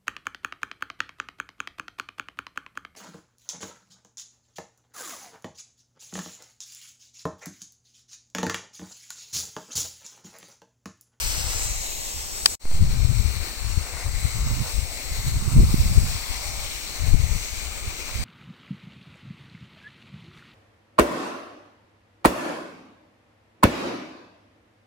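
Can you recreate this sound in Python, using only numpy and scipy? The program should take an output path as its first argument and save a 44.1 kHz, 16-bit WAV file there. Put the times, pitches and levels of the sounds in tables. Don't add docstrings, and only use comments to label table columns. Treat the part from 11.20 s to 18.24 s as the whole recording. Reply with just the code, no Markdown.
import sys
import numpy as np
from scipy import signal
from scipy.io import wavfile
from scipy.ndimage import uniform_filter1d

SR = 44100
rng = np.random.default_rng(int(sys.argv[2]) if len(sys.argv) > 2 else 0)


def generate_wav(sig):
    pcm = np.round(np.clip(np.atleast_2d(sig).T, -1, 1) * 32767).astype(np.int16)
    wavfile.write(sys.argv[1], SR, pcm)


N = 310464
TIME = np.arange(N) / SR
DROP_S, RETURN_S = 1.353, 1.394
CUTOFF_HZ = 15900

# frequency in Hz, relative spectral level in dB.
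MIST_SPECTRUM = [(400, -5.5), (700, -5.5), (1100, -10), (1900, -9.5), (2800, -9.5), (4200, -6.5),
                 (6800, -3), (7900, 0.5), (8800, -5.5), (9900, -17), (11500, -15.5), (15500, -13.5)]
# time in seconds, lag of the left port in ms, gain of the singing band in dB.
NOZZLE_SWING = [(0, .21, -3), (.3, 0.23, -1), (.6, .3, 1.5), (1.05, 0.304, 1), (1.35, 0.29, 2)]
# frequency in Hz, shared fraction of the power,
# lag of the left port after the break in ms.
PORT_COHERENCE = [(150, 0.65, .02), (796, 0.45, 0.055), (2170, 0.55, 0.095), (2930, 0.43, 0.17),
                  (4240, 0.44, .11), (5000, 0.5, .14), (5800, 0.42, .17), (7950, 0.24, 0.23),
                  (10600, 0.18, 0.227), (15000, 0.2, .28)]
def nozzle(sheet_hz=7400, sheet_width_hz=1500, flutter_db=0.79, patchy_db=1.74):
    hz, s, (direct, *scattered) = noise_frames(channels=3, size=512)
    early = s < RETURN_S
    early_lag_ms, sheet_db = in_time(NOZZLE_SWING, s)
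    colour = rms_one(from_db(at_hz(MIST_SPECTRUM, hz)[0]))
    shade_db = np.where(early, sheet_db, 0) * bell(hz, sheet_hz, sheet_width_hz)
    shade_db += flutter_db * drift(25, s)
    for centre in np.linspace(0, CUTOFF_HZ, num=48):
        shade_db += patchy_db * drift(3.95, s) * bell(hz, centre, width=340)
    shared, late_lag_ms = at_hz(PORT_COHERENCE, hz)
    lag = delay(hz, np.where(early, early_lag_ms, late_lag_ms))
    left = np.sqrt(shared) * direct * lag + np.sqrt(1 - shared) * scattered[0]
    right = np.sqrt(shared) * direct + np.sqrt(1 - shared) * scattered[1]
    left *= hand_hollow(hz, early) * reflection(hz, s)
    return to_sound(np.array([left, right]) * colour * from_db(jet_db(hz, s) + shade_db))


# time in seconds, relative level in dB.
NEARNESS_BEFORE = [(0.0, -33.5), (0.14, -34.5), (0.386, -34.5), (1.2, -38)]
NEARNESS_AFTER = [(1.8, -41.5), (1.94, -40.5), (2.91, -41), (3.48, -38.5), (4.22, -39), (4.59, -37.5),
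                  (4.98, -37.5), (5.86, -40.5), (6.34, -39), (6.57, -41.5), (7.04, -40)]
# centre time in seconds,
# length in seconds, gain in dB, centre frequency in Hz, bandwidth in Hz.
SURFACE_SPLASHES = [(0.148, 0.87, 4, 2500, 7000), (.05, 0.2, 3, 9100, 14300),
                    (0.447, 0.093, 3.5, 7850, 1510), (1.28, 0.15, 4.5, 11000, 7000),
                    (1.93, 0.27, 5, 7550, 1600), (3.15, 0.39, 2.5, 7700, 1200), (3.2, .6, -3, 3300, 1200),
                    (4.946, 0.081, 3.5, 4530, 5000), (5.16, 0.082, 2.3, 4500, 4500),
                    (5.46, .2, 5, 3400, 900), (5.68, .1, 2.5, 4400, 1500), (6.27, 0.32, 3.5, 6200, 1500),
                    (6.7, 1.5, 4.5, 3020, 1110), (6.95, .4, 4, 1450, 600), (6.8, 1.1, -2.5, 11400, 4500)]
def jet_db(hz, s, brightening=0.25):
    early = s < RETURN_S
    near_db = np.where(early, in_time(NEARNESS_BEFORE, s)[0], in_time(NEARNESS_AFTER, s)[0])
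    strength_db = np.where(early, 3, 2.5)
    db_per_octave = np.where(early, 0.12, -0.125) + brightening * (near_db - near_db.mean())
    octaves = np.log2(np.maximum(hz, 500) / 8000)
    splash_db = sum(db * bell(s, at, length) * bell(hz, centre, width)
                    for at, length, db, centre, width in SURFACE_SPLASHES)
    return near_db + strength_db + db_per_octave * octaves + splash_db


# centre in Hz, width in Hz, gains in dB before and after the break.
HAND_BANDS = [(1176, 540, 2.5, 7), (2202, 560, 5.5, 11.5), (2770, 560, 4.5, 5.5), (4300, 1020, 2.5, 9.8),
              (4840, 270, 0.5, -4), (5800, 440, 0, 1), (8870, 650, -3.5, 1.5), (11300, 2600, 1.7, 4),
              (14500, 3700, 3, 5.5)]
def hand_hollow(hz, early, left_boost_db=2):
    hollow_db = sum(np.where(early, early_db, late_db) * bell(hz, centre, width)
                    for centre, width, early_db, late_db in HAND_BANDS)
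    return from_db(hollow_db + left_boost_db)


# time in seconds, delay in ms.
REFLECTION_DELAY = [(0, 0.7), (1.35, 0.65), (1.5, 0.55), (2.6, 0.67), (2.95, 0.72), (3.6, 0.68),
                    (4.4, 0.63), (5.25, 0.73), (5.45, 0.66), (7.04, 0.73)]
def reflection(hz, s, strength=0.11):
    return np.abs(1 - strength * delay(hz, in_time(REFLECTION_DELAY, s)[0]))


# start of the hold in seconds, hold in seconds,
# relative left and right levels in dB.
WIND_GUSTS = [(0.045, 0.53, -28, -45), (0.386, 0.23, -32, -33.5), (0.944, .03, -44, -31),
              (1.57, 0.078, -12, -45), (1.674, .03, -27, -25), (1.73, .31, -16, -46),
              (2.091, .11, -20, -50), (2.42, 0.19, -21.5, -49), (2.71, .04, -30.5, -50),
              (2.862, 0.22, -23, -34), (3.171, 0.083, -21, -26), (3.275, .13, -34, -19),
              (3.555, 0.063, -19, -50), (3.906, .1, -24.5, -29), (4.04, 0.13, -19.5, -24),
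              (4.193, .12, -41, -21), (4.364, .07, -11.5, -12.5), (4.504, 0.35, -19.5, -22),
              (4.917, 0.035, -24, -30.5), (5.096, 0.36, -32, -36.5), (5.832, 0.23, -14.5, -35),
              (6.103, 0.056, -19.5, -40), (6.328, 0.15, -30.5, -52), (6.634, 0.058, -32, -29.5),
              (6.957, 0.054, -34, -22.5)]
def airflow_db(s, breeze_left_db=-35, breeze_right_db=-45, attack_s=0.024, release_s=0.039):
    power = from_db([[breeze_left_db], [breeze_right_db]]) ** 2
    for start, hold, left_db, right_db in WIND_GUSTS:
        rise = np.exp(-np.maximum(start - s, 0) / attack_s)
        fall = np.exp(-np.maximum(s - start - hold, 0) / release_s)
        power = power + (from_db([[left_db], [right_db]]) * rise * fall) ** 2
    return 10 * np.log10(power)


def wind(db_per_octave=20, steepness=3.43, lowest_hz=10, lumpy_db=4, gain_db=-0.5, buffet_db=1.34):
    hz, s, frames = noise_frames(channels=2, size=2048)
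    flow_db = airflow_db(s) + buffet_db * np.array([drift(14, s), drift(14, s)])
    octaves = (flow_db[:, None] + 24) / db_per_octave
    corner_hz = np.array([72, 120])[:, None, None] * 2 ** octaves
    highpass = hz / np.hypot(hz, lowest_hz)
    lowpass = 1 / np.sqrt(corner_hz * (1 + (hz / corner_hz) ** (2 * steepness)))
    rumble = to_sound(frames * highpass * lowpass)
    rumble *= from_db(lumpy_db * np.array([drift(50, TIME), drift(50, TIME)]))
    power = uniform_filter1d(uniform_filter1d(rumble ** 2, size=2600), size=2600)
    level_db = gain_db + np.array([np.interp(TIME, s, port) for port in flow_db])
    return rumble / np.sqrt(power + 1e-20) * from_db(level_db)


# centre time in seconds, peak level in dB, half period in ms,
# port (0 left, 1 right).
EDDIES = [(1.579, -22, 7.8, 0), (1.626, -2.5, 4.5, 0), (1.853, -6.5, 4.8, 0), (2.056, -9.5, 5.8, 0),
          (2.578, -7.5, 5.8, 0), (3.052, -9, 4.9, 0), (3.587, -15, 7.3, 0), (4.367, -12, 2.6, 1),
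          (4.392, -1, 11, 0), (4.413, -13, 9.2, 0), (4.419, -14, 3.9, 1), (4.543, -5, 2.37, 1),
          (4.61, -7.5, 8.4, 1), (4.782, -1, 6.3, 0), (5.107, -16.5, 9.1, 0), (5.941, -3, 13.3, 0),
          (5.944, -11.5, 2, 0)]
def thumps(roughness=0.097, rough_hz=260):
    out = np.zeros((2, N))
    lowpass = signal.butter(4, rough_hz, fs=SR, output="sos")
    small_eddies = rms_one(signal.sosfilt(lowpass, rng.standard_normal(N)))
    for s, db, half_ms, port in EDDIES:
        phase = (TIME - s) / (half_ms / 2000)
        near = np.abs(phase) < 2 * np.pi
        out[round(port), near] -= from_db(db) * phase[near] * np.exp((1 - phase[near] ** 2) / 2)
    return out * (1 + roughness * small_eddies)


# start in seconds, relative left and right levels in dB.
IMPACTS = [(1.2582, 5.5, -4), (1.2605, -0.5, -19)]
# frequency in Hz, relative level in dB, time to fall 60 dB in seconds.
IMPACT_MODES = [(644, -16.5, 0.0038), (1200, -18, 0.0061), (2020, -6, 0.0044), (3180, -2, 0.0072),
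                (4120, -3, 0.01), (4610, 5, 0.0083), (5406, 1.5, 0.0076), (5840, -9.5, 0.013),
                (7300, -18, 0.0053), (8900, -5, 0.0034), (11740, -22, 0.0059), (14740, -18, .012)]
def tick(gain_db=1, right_lead_s=0.00012, crack_db=-3, crack_t60=0.011, rise_s=0.00021):
    out = np.zeros((2, N))
    age = np.arange(SR // 10) / SR
    ring = sum((-1) ** k * from_db(db - 60 * age / t60) * np.sin(2 * np.pi * hz * age)
               for k, (hz, db, t60) in enumerate(IMPACT_MODES))
    for s, left_db, right_db in IMPACTS:
        noise = band(rng.standard_normal(len(age)), low_hz=300, high_hz=8000)
        crack = noise * from_db(crack_db - 60 * age / crack_t60)
        snap = (ring + crack) * (1 - np.exp(-age / rise_s))
        for port, (start, db) in enumerate([(s + right_lead_s, left_db), (s, right_db)]):
            at = round(start * SR)
            out[port, at:at + len(age)] += from_db(gain_db + db) * snap
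    return out


# start in seconds, peak level in dB.
SOFT_POPS = [(1.455, -25.5), (1.515, -26)]
def settling(start_s=1.44, rise_s=0.075, swell_db=-14.5, pop_decay_s=0.013):
    phase = np.maximum(TIME - start_s, 0) / rise_s
    steps = sum(from_db(db) * (TIME > s) * np.exp(-np.abs(TIME - s) / pop_decay_s)
                for s, db in SOFT_POPS)
    return from_db(swell_db) * phase * np.exp(1 - phase) - steps


# centre time in seconds, left level in dB, half width in seconds.
SOIL_SCUFFS = [(0.275, -43.5, 0.15), (2.763, -42.5, 0.13), (3.297, -50, 0.16), (3.47, -43.5, 0.048),
               (4.895, -47, 0.041), (6.895, -37, 0.01)]
def scuffs(grain_db=3, right_db=-4):
    swell = sum(from_db(db) * bell(TIME, s, 2 * half_width) for s, db, half_width in SOIL_SCUFFS)
    crumbs = rng.standard_normal(N) * from_db(grain_db * drift(300, TIME))
    return swell * band(crumbs, low_hz=450, high_hz=1600) * from_db([[0], [right_db]])


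def droplets(per_s=120, level_db=-51, spread_db=3):
    sizes = from_db(spread_db * np.minimum(rng.exponential(1, (2, N)), 3))
    clicks = sizes * (rng.random(N) < per_s / SR) + 1e-18
    return from_db(level_db) * band(clicks, low_hz=1500, high_hz=8000)


def from_db(db):
    return 10 ** (np.asarray(db) / 20)


def in_time(rows, s):
    times, *columns = np.transpose(rows)
    return [np.interp(s, times, c) for c in columns]


def at_hz(rows, hz):
    points, *columns = np.transpose(rows)
    return [np.interp(np.log(hz + 1), np.log(points), c) for c in columns]


def bell(x, centre, width):
    return 0.5 ** ((2 * (x - centre) / width) ** 2)


def delay(hz, ms):
    return np.exp(-2j * np.pi * hz * ms / 1000)


def rms_one(x):
    return x / np.sqrt(np.mean(x ** 2) + 1e-20)


def band(x, low_hz, high_hz):
    return rms_one(signal.sosfilt(signal.butter(2, [low_hz, high_hz], "band", fs=SR, output="sos"), x))


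def drift(per_s, s):
    knots = rng.standard_normal(4096)
    return rms_one(np.interp(s * per_s, np.arange(len(knots)), knots))


def noise_frames(channels, size):
    hz, s, frames = signal.stft(rng.standard_normal((channels, N)), SR, nperseg=size)
    return hz[:, None], s, frames


def to_sound(frames):
    return signal.istft(frames, SR)[1][..., :N]


def scene():
    return nozzle() + droplets() + scuffs() + wind() + thumps() + tick()


def record(dry, fade_s=0.11):
    fade_in = 1 - np.exp(-np.maximum(TIME - RETURN_S, 0) / fade_s)
    tail = 0.15 * np.exp(-np.abs(TIME - DROP_S) / 0.007)
    gate = np.where(TIME < DROP_S, 1, fade_in + tail)
    clipped = np.clip(dry * gate + settling(), -0.95, 0.95)
    return signal.sosfilt(signal.ellip(12, 0.1, 80, CUTOFF_HZ, fs=SR, output="sos"), clipped)


dry = scene()
out = record(dry)
generate_wav(out)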